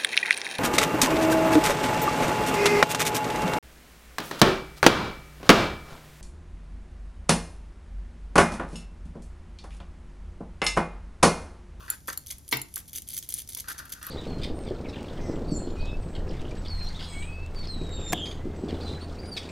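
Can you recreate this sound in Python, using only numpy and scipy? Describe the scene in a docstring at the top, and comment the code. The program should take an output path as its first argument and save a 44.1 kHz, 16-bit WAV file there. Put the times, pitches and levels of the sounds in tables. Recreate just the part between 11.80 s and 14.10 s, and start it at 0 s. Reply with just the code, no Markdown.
"""Fountain pen on a notebook

A dry nib scratches close to the microphone in quick, uneven strokes, plucking and catching on fibres.
The pen dabs the pad and once knocks hard through to the desk, which rings and booms. The hand slides
on the page, bracelet charms clink and the forearm thumps softly, in a small room with a low rumble."""
import sys
import numpy as np
from scipy import signal
from scipy.fft import rfft, irfft
from scipy.io import wavfile
from scipy.ndimage import uniform_filter1d

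SR = 44100
rng = np.random.default_rng(int(sys.argv[2]) if len(sys.argv) > 2 else 0)


def to_wav(s):
    """Save 16-bit WAV."""
    ch = np.atleast_2d(s).T  # columns
    pcm = np.round(np.clip(ch, -1, 1) * 32767)  # PCM
    wavfile.write(sys.argv[1], SR, pcm.astype(np.int16))


N = 101429
TIME = np.arange(N) / SR

# Nib strokes. Each row: start in seconds, length in seconds, relative level in dB.
NIB_STROKES = [(.104, 0.054, -54.5), (.2725, 0.029, -40), (.326, 0.004, -39), (.478, 0.021, -50),
               (.501, 0.018, -38), (.712, 0.022, -34.5), (.953, 0.048, -48), (1.078, 0.019, -50.5),
               (1.131, 0.025, -43.5), (1.158, 0.026, -40), (1.27, 0.0094, -49.5), (1.297, 0.069, -46.5),
               (1.365, 0.013, -38), (1.425, 0.02, -46), (1.49, 0.028, -43.5), (1.522, 0.052, -46.5),
               (1.577, 0.015, -41), (1.597, 0.02, -44.5), (1.688, 0.016, -42.5), (1.72, 0.022, -46.5),
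               (1.771, 0.035, -41.5), (1.882, 0.042, -42.5), (1.979, 0.0088, -36.5), (2.093, 0.0029, -41.5),
               (2.122, 0.0093, -37), (2.24, 0.1, -53)]
# The nib catches on a fibre. Each row: start in seconds, relative level in dB.
NIB_CATCHES = [(0.4629, -28.5), (0.4699, -23.5), (.583, -32), (0.68, -26.5), (0.69, -25.5), (0.7966, -30),
               (0.9403, -24), (0.959, -14.5), (0.9781, -21.5), (1.1591, -20), (1.176, -18.5),
               (1.221, -24.5), (1.288, -19.5), (1.303, -24.5), (1.3383, -21), (1.3453, -21), (1.366, -21),
               (1.382, -25), (1.3875, -16.5), (1.49, -20), (1.5052, -23.5), (1.524, -25), (1.5403, -15),
               (1.585, -20.5), (1.676, -27.5), (1.691, -27), (1.726, -37), (1.749, -14.5), (1.773, -23),
               (1.8, -21), (1.885, -20), (2.0543, -31), (2.121, -25), (2.136, -41), (2.229, -22),
               (2.267, -24.5)]
# The pen knocks on the pad, once hard. 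Each row: start in seconds, relative level in dB.
PEN_KNOCKS = [(0.52, -40), (0.7266, -10), (0.97, -37), (1.768, -34.5)]
# Soft landings of the pen. Each row: start in seconds, relative level in dB.
PEN_DABS = [(0.284, -20), (0.2879, -22.5), (.304, -26.5), (.969, -29)]
# Charms collide. Each row: start in seconds, relative level in dB.
CHARM_CLINKS = [(0.1015, -9.5), (.375, -14.5), (.77, -16.5), (0.8165, -17)]
# Hand moves. Each row: start in seconds, length in seconds, level in dB, pitch as a ratio.
HAND_SLIDES = [(0, 0.068, -54, 0.76), (0.079, 0.064, -47, 1.05), (0.29, 0.013, -42, 0.79),
               (0.32, 0.014, -53, 1), (1.84, 0.025, -56, 0.97), (1.874, 0.041, -42, 1.01),
               (1.942, 0.1364, -55, .93), (1.988, 0.021, -49, 1.04), (2.094, 0.1, -56.5, 1.05),
               (2.211, 0.051, -48, 0.99), (2.265, 0.035, -46.5, 0.86)]
# The forearm shifts its weight. Each row: start in seconds, level in dB.
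ARM_BUMPS = [(0.048, -43.5), (0.459, -43), (0.537, -42.5), (1.842, -44)]
# Modes of pad and desk, and of a charm. Each row: pitch in Hz, relative level in dB, T60 in seconds.
DESK_MODES = [(290, -24.5, 0.22), (450, -19, 0.2), (692, -27, 0.29), (968, -19.5, 0.11), (1163, -17, 0.08),
              (1557, -17.5, 0.15), (1930, -15, 0.12), (2083, -7.5, 0.087), (2238, -8.5, 0.062),
              (3210, -12, 0.071), (3350, -6, 0.046), (3680, -12.5, 0.08)]
CHARM_MODES = [(4410, -13, 0.016), (7124, -9.5, 0.029), (8990, -8, 0.013), (10200, -11, 0.0018),
               (10590, -1.5, 0.017), (12840, -3.5, 0.021), (15100, -4, 0.011)]
# The tone colour of each source. Each row: frequency in Hz, relative gain in dB.
SCRATCH_EQ = [(100, -12.5), (500, -18), (1100, -25.5), (2100, -9.5), (2700, -12), (3400, -4), (4300, -6.5),
              (6500, -2.5), (8000, -4), (10500, -1), (13200, -5), (15400, -5), (16300, -23)]
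CATCH_EQ = [(100, -39), (1100, -49), (2200, -10), (3500, -7), (6500, -2), (10500, 4), (13000, 1.5),
            (15500, 2.5), (16800, -3)]
KNOCK_EQ = [(60, -19.5), (400, -3.5), (560, -11.5), (780, -4.5), (1020, -1), (1750, -7), (2200, 3.5),
            (2950, -6.5), (3500, -6), (4800, -5), (9000, -20), (15000, -7.5), (17000, -36)]
DAB_EQ = [(60, -33), (350, -3), (600, 4), (1000, 4), (1550, 10.5), (2000, 8), (2800, -12.5), (8000, -8),
          (16000, -53)]
SLIDE_EQ = [(100, -7.5), (500, -16), (820, -3), (1080, -7), (1350, 2.5), (2000, -3.5), (2600, -12.5),
            (4800, -11), (9000, -19.5), (16000, -22.5)]
RUMBLE_EQ = [(20, -15), (40, -9), (60, 1.5), (90, -5), (130, -7), (190, -14.5), (280, -15.5), (420, -24.5),
             (1000, -33), (3000, -38), (8000, -27), (15000, -32.5), (17000, -76)]
# The room's decay. Each row: frequency in Hz, T60 in seconds.
ROOM_DECAY = [(100, 0.51), (500, 0.3), (2000, 0.27), (6000, 0.25), (15000, 0.13)]
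# Lag between the microphone ports. Each row: frequency in Hz, left minus right phase in radians.
MIC_PHASE = [(0, 0), (900, 0), (1400, -.7), (3000, 0), (6000, -.3), (7200, -1.7), (7900, -3.1),
             (8400, -3.3), (9300, -4.6), (10800, -6.1), (12500, -6.6), (15000, -9.2), (17000, -9.5)]
# Stereo lean. Each row: frequency in Hz, left minus right level in dB.
MIC_BALANCE = [(100, -0.5), (300, 0.5), (1200, 1.5), (5000, 2.5), (9000, -0.5), (16000, 1)]


def nib_scratch(level_db=2, fibre_s=.004, graze_db=-65.5):
    """The nib plucks fibre after fibre in clumped runs, and barely grazes the sheet between strokes."""
    slips = grains(per_s=5000, spread_db=4)
    local_power = abs(uniform_filter1d(slips ** 2, size=250))
    slips = slips / np.sqrt(local_power + 0.038) * snags()  # even out, then clump
    fibre_under_nib = rng.integers(0, 32, N)[(TIME / fibre_s).astype(int)]
    plucks = unit(sum(fibre_ring(slips * (fibre_under_nib == k)) for k in np.unique(fibre_under_nib)))
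    grazes = amp(graze_db) * grains(per_s=900, spread_db=13)
    strokes = amp(level_db) * plucks * pressure(NIB_STROKES, rise_s=0.001, fall_s=0.0076)
    return colour(strokes + grazes, SCRATCH_EQ)


def nib_catches(level_db=5, chatter=0.096, chatter_s=0.0034):
    """The nib snaps free of a fibre and chatters for a moment."""
    out, t = np.zeros(N), TIME[:1000]
    for start, db in NIB_CATCHES:
        snap = fibre_ring(fibre_ring(chatter * noise_burst(t, chatter_s)))
        snap[0] = 1  # the click of release
        add(out, start, amp(db + level_db) * snap)
    return colour(out, CATCH_EQ)


def fibre_ring(x, low_hz=2680, high_hz=15000, q=7.8, strength=1.7):
    """A snapping fibre rings briefly at a pitch of its own."""
    b, a = signal.iirpeak(rng.uniform(low_hz, high_hz), q, SR)
    return x + strength * signal.lfilter(b, a, x)


def snags(snag_s=.0009, drag=.18):
    """The paper's uneven grip: bursts of friction a few milliseconds long over a smooth drag."""
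    t = TIME[:800]
    burst = t / snag_s * np.exp(-t / snag_s)
    power = signal.fftconvolve(grains(per_s=260, spread_db=2.6) ** 2, burst)[:N]
    power = abs(power) + drag * power.mean()
    return np.sqrt(power / uniform_filter1d(power, size=1100))


def grains(per_s, spread_db):
    """A crackle of tiny random slips of uneven size, at rms 1."""
    size = amp(spread_db * np.minimum(rng.exponential(1, N), 3.5))
    return unit(size * rng.choice([-1, 1], N) * (rng.random(N) < per_s / SR))


def pressure(contacts, rise_s, fall_s):
    """Each contact with the page rises, holds and dies away."""
    return sum(amp(db) * np.clip((TIME - start) / rise_s, 0, 1)
               * np.exp(-np.maximum(TIME - start - length, 0) / fall_s) for start, length, db in contacts)


def pen_landings(hits, eq, level_db, rattle, rattle_s):
    """The pen lands on the pad: one push, then a short rattle of the stacked sheets."""
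    out, t = np.zeros(N), TIME[:16000]
    for start, db in hits:
        blow = signal.unit_impulse(len(t)) + rattle * noise_burst(t, rattle_s)
        add(out, start, amp(db + level_db) * blow)
    return colour(out, eq)


def desk_ring(level_db=-7, rise_s=0.0018):
    """Pad and desk ring briefly under each knock."""
    out, t = np.zeros(N), TIME[:16000]
    for start, db in PEN_KNOCKS:
        add(out, start, amp(db + level_db) * ring(DESK_MODES, t) * (1 - np.exp(-t / rise_s)))
    return out


def desk_boom(hz=131.6, level_db=-27.5, peak_s=0.036):
    """After a knock the desk top swells into its lowest note."""
    out, t = np.zeros(N), TIME[:16000]
    for start, db in PEN_KNOCKS:
        add(out, start, amp(db + level_db) * swell(t, peak_s) * np.sin(2 * np.pi * hz * t))
    return out


def charms(level_db=-8, vary_db=4, rebound=0.65, rebound_s=.0012, tick=0.22, tick_s=0.0017):
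    """Small metal charms strike each other with a tick, ring and rebound once."""
    out, t = np.zeros(N), TIME[:4000]
    for start, db in CHARM_CLINKS:
        gain = amp(db + level_db)
        add(out, start, gain * ring(CHARM_MODES, t, vary_db))
        add(out, start, gain * tick * noise_burst(t, tick_s))
        add(out, start + rebound_s, rebound * gain * ring(CHARM_MODES, t, vary_db))
    return out


def hand_slides(grip=0.61):
    """Skin brushes the sheet in dull swishes; grip is the share of the rub that sticks and slips."""
    out = np.zeros(N)
    rub = rng.standard_normal(N) * (1 - grip + grip * snags())
    for start, length, db, pitch in HAND_SLIDES:
        swish = rub * pressure([(start, length, db)], rise_s=0.0025, fall_s=0.0061)
        out += colour(swish, np.array(SLIDE_EQ) * [pitch, 1])
    return out


def arm_bumps(hz=62, peak_s=0.01):
    """Soft, very low thumps of the forearm on the desk."""
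    out, t = np.zeros(N), TIME[:8000]
    for start, db in ARM_BUMPS:
        add(out, start, amp(db) * swell(t, peak_s) * np.sin(2 * np.pi * (hz * t + rng.random())))
    return out


def room_rumble(level_db=-53, width=.24):
    """A low, steady bed of room noise, nearly alike on both sides."""
    mid, side = (unit(colour(rng.standard_normal(N), RUMBLE_EQ)) for _ in range(2))
    return amp(level_db) * (mic_ports(mid) + width * np.array([side, -side]))


def in_room(x, desk_db, room_db, width, desk_s=0.00054, tail_rise_s=0.0025):
    """Direct sound, quick reflections off the desk, and the room's short tail."""
    t = TIME[:20000]
    scatter = rng.standard_normal(len(t)) + width * rng.standard_normal((2, len(t)))
    early = scatter * (t > .0006) * np.exp(-t / desk_s)
    hz, age, spectrum = signal.stft(scatter[:, ::-1], SR, nperseg=256)
    decay = amp(-60 * age / curve(ROOM_DECAY, hz)[:, None])
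    tail = signal.istft(spectrum * decay, SR, nperseg=256)[1][:, :len(t)]
    tail *= np.minimum(t / tail_rise_s, 1)
    echo = amp(desk_db) * early / np.linalg.norm(early[0]) + amp(room_db) * tail / np.linalg.norm(tail[0])
    direct = mic_ports(x)
    return direct + signal.fftconvolve(direct, echo, axes=1)[:, :N]


def mic_ports(x):
    """Sound reaches the two microphone ports with a small lag and a slight lean in level."""
    hz, spectrum = np.fft.rfftfreq(2 * N, 1 / SR), rfft(x, 2 * N)
    lean = amp(curve(MIC_BALANCE, hz) / 2)
    lag = np.exp(-1j * curve(MIC_PHASE, hz))
    return np.array([irfft(spectrum * lean)[:N], irfft(spectrum / lean * lag)[:N]])


def ring(modes, t, vary_db=0):
    """Dying sines of a struck object; vary_db shifts their strengths with where it is struck."""
    return sum(amp(db + vary_db * rng.uniform(-1.1, 1) - 60 * t / t60)
               * np.sin(2 * np.pi * (hz * t + rng.random())) for hz, db, t60 in modes)


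def noise_burst(t, decay_s):
    """White noise with an instant attack and an exponential decay."""
    return rng.standard_normal(len(t)) * np.exp(-t / decay_s)


def swell(t, peak_s):
    """A rounded envelope that rises to 1 and fades."""
    return (t / peak_s * np.exp(1 - t / peak_s)) ** 2


def colour(x, eq):
    """A minimum-phase EQ of unit energy, which keeps attacks crisp."""
    log_gain = np.log(amp(curve(eq, abs(np.fft.fftfreq(2048, 1 / SR)))))
    taps = np.fft.ifft(np.exp(np.conj(signal.hilbert(log_gain)))).real
    return signal.fftconvolve(x, taps / np.linalg.norm(taps))[:len(x)]


def curve(points, hz):
    """Reads a table on a log-frequency axis."""
    point_hz, value = np.transpose(points)
    return np.interp(np.log(hz + 1), np.log(point_hz + 1), value)


def amp(db):
    """Decibels to gain."""
    return 10 ** (np.asarray(db) / 20)


def unit(x):
    """Scales to rms 1."""
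    return x / np.sqrt(np.mean(x ** 2) + 1e-20)


def add(mix, start_s, sound):
    """Drops a sound into the mix at its cue."""
    part = mix[max(round(start_s * SR), 0):][:len(sound)]
    part += sound[:len(part)]


def scene():
    """Pen, bracelet and hand at the desk, over the room's rumble."""
    nib = in_room(nib_scratch() + nib_catches(), desk_db=-10.5, room_db=-10.5, width=1.6)
    bracelet = in_room(charms(), desk_db=-10.5, room_db=-12.5, width=0.91)
    cracks = pen_landings(PEN_KNOCKS, KNOCK_EQ, level_db=6, rattle=0.13, rattle_s=0.0044)
    knocks = in_room(cracks, desk_db=-2, room_db=0.5, width=1.83) + mic_ports(desk_ring()) + desk_boom()
    slides = hand_slides()
    dabs = pen_landings(PEN_DABS, DAB_EQ, level_db=9, rattle=0.077, rattle_s=0.0043)
    page = in_room(slides + dabs, desk_db=-4, room_db=-6.5, width=9)
    return nib + bracelet + knocks + page + arm_bumps() + room_rumble()


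def record(dry):
    """A steep low-pass trims the very top of the treble."""
    lowpass = signal.firwin(511, cutoff=16150, window=("kaiser", 9), fs=SR)
    return signal.oaconvolve(dry, lowpass[None], "same")


dry = scene()
out = record(dry)
to_wav(out)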